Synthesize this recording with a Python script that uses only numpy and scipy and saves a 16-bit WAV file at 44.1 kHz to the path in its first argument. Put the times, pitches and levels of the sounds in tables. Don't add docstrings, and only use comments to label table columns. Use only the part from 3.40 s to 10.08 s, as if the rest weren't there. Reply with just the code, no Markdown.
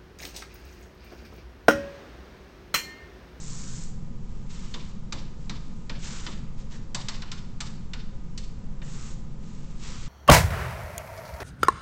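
import sys
import numpy as np
from scipy import signal
from scipy.fft import rfft, irfft
from scipy.io import wavfile

SR = 44100
rng = np.random.default_rng(int(sys.argv[2]) if len(sys.argv) > 2 else 0)


def bounce(signal):
    frames = np.transpose(np.atleast_2d(signal))
    limited = np.clip(frames, -1, 1)
    pcm = np.round(limited * 32767).astype(np.int16)
    wavfile.write(sys.argv[1], SR, pcm)


N = 294664


def from_db(db):
    return 10 ** (np.asarray(db) / 20)


def rms_one(x):
    return x / np.sqrt(np.mean(x ** 2) + 1e-20)


def at_hz(points, hz):
    row_hz, value = np.transpose(points)
    return np.interp(np.log(hz + 1e-3), np.log(row_hz), value)


def coloured(noise, spectrum):
    hz = np.fft.rfftfreq(N, 1 / SR) + 1e-3
    bass_cut = 1 + (.9 * spectrum[0][0] / hz) ** 8
    treble_cut = 1 + (.9 * hz / spectrum[-1][0]) ** 12
    gain = from_db(at_hz(spectrum, hz)) / np.sqrt(bass_cut * treble_cut)
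    return rms_one(irfft(rfft(noise) * gain, N))


def drift(rate_hz):
    hz = np.fft.rfftfreq(N, 1 / SR)
    return rms_one(irfft(rfft(rng.standard_normal(N)) / (1 + (hz / rate_hz) ** 2), N))


def bump(x, centre, width):
    return 1 / (1 + ((x - centre) / width) ** 2)


def ventilation(rumble_db=-36, air_db=-56.15, wander_rate_hz=6, flutter_db=0.5):
    # frequency in Hz, relative level in dB.
    rumble = [(8.8, -16.5), (15, -1.5), (24, -5), (91, -20), (123, -17), (163, -16.5), (224, -18.5),
              (301, -37), (420, -38), (550, -66.5), (920, -120)]
    air = [(180, -37.5), (300, -3.5), (404, -8), (478, -7), (551, -5.5), (575, -15), (943, -12),
           (1090, -16), (1270, -17), (1520, -19.5), (1730, -21), (4040, -26.5), (7320, -26.5), (8800, -38),
           (11400, -78.5), (19400, -120)]
    # pitch in Hz, average level in dB, pitch wander in Hz.
    hum = [(8.56, -33.5, 1.575), (129.6, -52, 2), (157.8, -54, 5), (437.4, -70, 2.8), (477.6, -74.5, 3),
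           (543.4, -76.5, 3.9), (994, -72, 4), (1235, -71, 1.8)]
    out = from_db(rumble_db) * coloured(rng.standard_normal(N), rumble)
    out += from_db(air_db) * coloured(rng.standard_normal(N), air)
    for hz, db, wander_hz in hum:
        phase = 2 * np.pi * np.cumsum(hz + wander_hz * drift(wander_rate_hz)) / SR
        out += from_db(db + flutter_db * drift(wander_rate_hz)) * np.sqrt(2) * np.sin(phase)
    return out


def strokes(glide_db=-3.5, glide_width_hz=170, judder_db=0.9):
    # start, length, speed-up and slow-down times in seconds; rasp level,
    # its drop as pressure eases, body and hiss gains on top of the rasp level, all in dB;
    # the board's resonance at the start and at the end in Hz.
    drags = [(-.08, 0.61, 0.12, 0.14, -54.5, 3, -1.5, 9.5, 800, 1900),
             (0.79, 0.38, 0.1, .02, -68.5, 1, -2, -3, 1050, 1020),
             (1.086, .48, 0.026, 0.073, -52.5, 10, -4.5, -4, 1050, 1106),
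             (1.938, 0.73, 0.085, 0.2, -65.5, 8, -6, -1, 1250, 1256),
             (2.567, 0.39, 0.12, 0.041, -40, 16.5, -3, -1, 1900, 1050),
             (3.161, 0.083, 0.034, 0.035, -57, 0.5, -11, -5, 1800, 1807),
             (3.286, 0.12, 0.043, .06, -53.5, 0.5, -1, -8, 1800, 1755),
             (5.405, 0.38, 0.065, .13, -57, -4, -0.5, 2.5, 1696, 900),
             (5.95, 0.54, 0.15, 0.028, -61, 5, -4, -2.5, 1150, 1153),
             (6.37, 0.33, .11, .03, -44.5, 9.5, -4, -5, 1100, 1457)]
    # frequency in Hz, relative level in dB.
    rasp_colour = [(1700, -2), (2200, 0), (3800, 0.5), (5000, -1), (6000, 0)]
    hollow_colour = [(350, 0), (700, -7.5), (1050, 0.5), (1550, -4.5), (2000, -5.5)]
    hiss_colour = [(4800, -6), (6200, -2.5), (7200, 1), (7900, -3.5), (9000, -10.5)]
    rasp = coloured(slips(), rasp_colour)
    hollow = from_db(-1.5) * coloured(slips(), hollow_colour)
    hiss = coloured(slips(), hiss_colour)
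    wander = drift(glide_width_hz) + 1j * drift(glide_width_hz)
    out, clock = np.zeros(N), np.arange(N) / SR
    for start, length, attack, release, db, easing_db, hollow_db, hiss_db, from_hz, to_hz in drags:
        on = (clock > start) & (clock < start + length)
        t = clock[on] - start
        speed = tip_speed(t, length, attack, release)
        progress = t / length
        resonance = gliding_resonance(from_hz + (to_hz - from_hz) * progress, wander[on])
        swell = bump(progress, centre=0.59, width=0.26)
        body = hollow[on] + from_db(glide_db) * swell * resonance
        friction = speed * (rasp[on] + from_db(hiss_db) * hiss[on])
        friction += speed ** 1.6 * from_db(hollow_db) * body
        out[on] += from_db(db - easing_db * progress) * friction
    return out * from_db(judder_db * drift(rate_hz=40))


def slips(per_s=6000, grain_db=-0.5):
    sizes = rng.standard_normal(N) * from_db(grain_db * np.minimum(rng.exponential(1, N), 4))
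    return sizes * (rng.random(N) < per_s / SR)


def tip_speed(t, length, attack, release):
    ramp = np.clip(np.minimum(t / attack, (length - t) / release), 0, 1)
    return np.sin(np.pi / 2 * ramp) ** 2


def gliding_resonance(centre_hz, wander):
    return np.real(wander * np.exp(2j * np.pi * np.cumsum(centre_hz) / SR))


def room(x, tail_db=-8.0, build_s=0.018):
    # frequency in Hz, seconds to fade by 60 dB.
    ring_times = [(150, 0.88), (1000, 0.77), (4000, 0.66), (8000, 0.54)]
    # delay in seconds, relative level in dB, smear in seconds.
    echoes = [(.024, -27, 0.0071), (0.064, -14, 0.01)]
    t = np.arange(SR) / SR
    tail, edges_hz = np.zeros(SR), np.geomspace(100, 10000, 9)
    for low, high in zip(edges_hz, edges_hz[1:]):
        band_filter = signal.butter(2, [low, high], "band", fs=SR, output="sos")
        band = signal.sosfilt(band_filter, rng.standard_normal(SR))
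        tail += band * np.exp(-np.log(1000) * t / at_hz(ring_times, np.sqrt(low * high)))
    response = from_db(tail_db) * rms_one(tail * (1 - np.exp(-t / build_s)))
    for delay, echo_db, smear in echoes:
        burst = rng.standard_normal(SR) * np.exp(-.5 * ((t - delay) / smear) ** 2)
        response += from_db(echo_db) * rms_one(wall(burst))
    return signal.fftconvolve(x, response / np.sqrt(2 * SR))


def wall(x, low_hz=2200, high_hz=5800):
    return signal.sosfilt(signal.butter(1, [low_hz, high_hz], "band", fs=SR, output="sos"), x)


def taps(level_db=-9.0, nodes_spread_db=2.5):
    # start in seconds, relative level in dB; bass limit, treble limit,
    # low and high cluster of modes, all in Hz; how freely the low cluster rings (0 is damped).
    blows = [(1.34, -26.5, 120, 4850, 1005, 3100, 1.04), (1.723, -23, 150, 5800, 830, 3850, 0.31),
             (2.095, -26.5, 200, 4940, 1250, 3970, .5), (2.495, -26.5, 201, 4460, 1550, 2230, 0.91),
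             (2.864, -25, 150, 4370, 1290, 3330, 0.57), (3.546, -20, 523, 8000, 805, 3650, 0.34),
             (3.684, -22, 720, 6200, 1960, 3830, 0.6), (3.82, -30.5, 750, 4500, 1460, 2900, .5),
             (3.916, -26.5, 900, 6300, 1410, 3650, .6), (4.204, -23, 890, 8500, 1290, 4180, .5),
             (4.534, -27.5, 1100, 4700, 1450, 2160, 0.74), (4.976, -29, 2210, 8450, 1150, 4430, .3),
             (5.417, -38, 300, 3000, 1870, 2680, 0.71)]
    out = np.zeros(N + 2 * SR)
    for start_s, db, *contact in blows:
        nodes_db = nodes_spread_db * rng.standard_normal(size=120)
        sound = from_db(db + level_db) * tap(contact, nodes_db)
        start = round(start_s * SR)
        out[start:start + len(sound)] += sound
    return out[:N]


def tap(contact, nodes_db, travel_s=0.00081, count=520, fft_size=1024):
    t = np.arange(SR // 6) / SR
    hz = np.linspace(150, 9000, count) + rng.uniform(-8, 8, count)
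    strength, ring_s = tap_modes(hz, *contact, nodes_db)
    build_up = 1 - np.exp(-t * (hz[:, None] / 2000) / travel_s)
    swing = np.sin(2 * np.pi * (hz[:, None] * t + rng.random((count, 1))))
    fade = np.exp(-np.log(1000) * t / ring_s[:, None])
    ring = strength @ (swing * build_up * fade)
    hz = np.fft.rfftfreq(fft_size, 1 / SR)
    strength, ring_s = tap_modes(hz, *contact, nodes_db, unevenness=0.35)
    spectrum = strength * np.sqrt(ring_s) * (hz > 150) * (hz < 9000)
    click = np.roll(irfft(spectrum), fft_size // 8)[:fft_size // 4]
    heard = room(click * np.linalg.norm(ring) / np.linalg.norm(click))
    heard[:len(ring)] += ring
    return heard / np.sqrt(np.mean(ring[:SR // 100] ** 2))


def tap_modes(hz, bass_hz, treble_hz, low_hz, high_hz, freedom, nodes_db,
              unevenness=1, low_db=5.0, high_db=4.0):
    # frequency in Hz, relative level in dB.
    board = [(150, 11.5), (260, 5.5), (380, 2), (560, 4), (760, -1.5), (1100, 1), (1550, -1), (2300, -0.5),
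             (3000, -4.5), (3700, -4), (4700, -2.5), (5700, -3), (6800, -4.5), (9000, -7.5)]
    blow = [(270, -6), (540, -14.5), (1050, -7.5), (2200, -5), (4200, 0), (7000, -0.5)]
    # frequency in Hz, seconds to fade by 60 dB outside the low cluster.
    ring_times = [(150, 0.46), (600, 0.3), (1500, 0.097), (4000, 0.066), (8000, 0.062)]
    # frequency in Hz, width in Hz, boost in dB.
    barrel = [(1720, 35, 3), (2230, 140, 0), (2990, 90, 4), (3600, 80, -1), (3620, 58, 7), (4330, 52, 3),
              (6670, 80, 0.5), (7450, 91, 7.5)]
    low_cluster = abs(freedom) * bump(hz, low_hz, width=70)
    high_cluster = bump(hz, high_hz, width=260)
    band_db = roll_off(bass_hz / (hz + 1), db_per_octave=18.5)
    band_db += roll_off(hz / treble_hz, db_per_octave=24.0)
    blow_db = at_hz(blow, hz) + band_db + low_db * low_cluster
    barrel_db = sum(db * bump(hz, centre, width) for centre, width, db in barrel)
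    scatter_db = np.interp(hz, np.linspace(0, 9000, len(nodes_db)), nodes_db)
    spot_db = unevenness * (scatter_db + high_db * high_cluster)
    strength = from_db(at_hz(board, hz) + blow_db + barrel_db + spot_db)
    return strength, at_hz(ring_times, hz) * (1 + low_cluster)


def roll_off(ratio, db_per_octave):
    return -10 * np.log10(2 + ratio ** (db_per_octave / (10 * np.log10(2))))


def scene():
    return (taps() + strokes() + room(strokes())[:N] + ventilation())[None]


def record(dry, cutoff_hz=8300):
    return signal.sosfilt(signal.butter(28, cutoff_hz, fs=SR, output="sos"), dry)


dry = scene()
out = record(dry)
bounce(out)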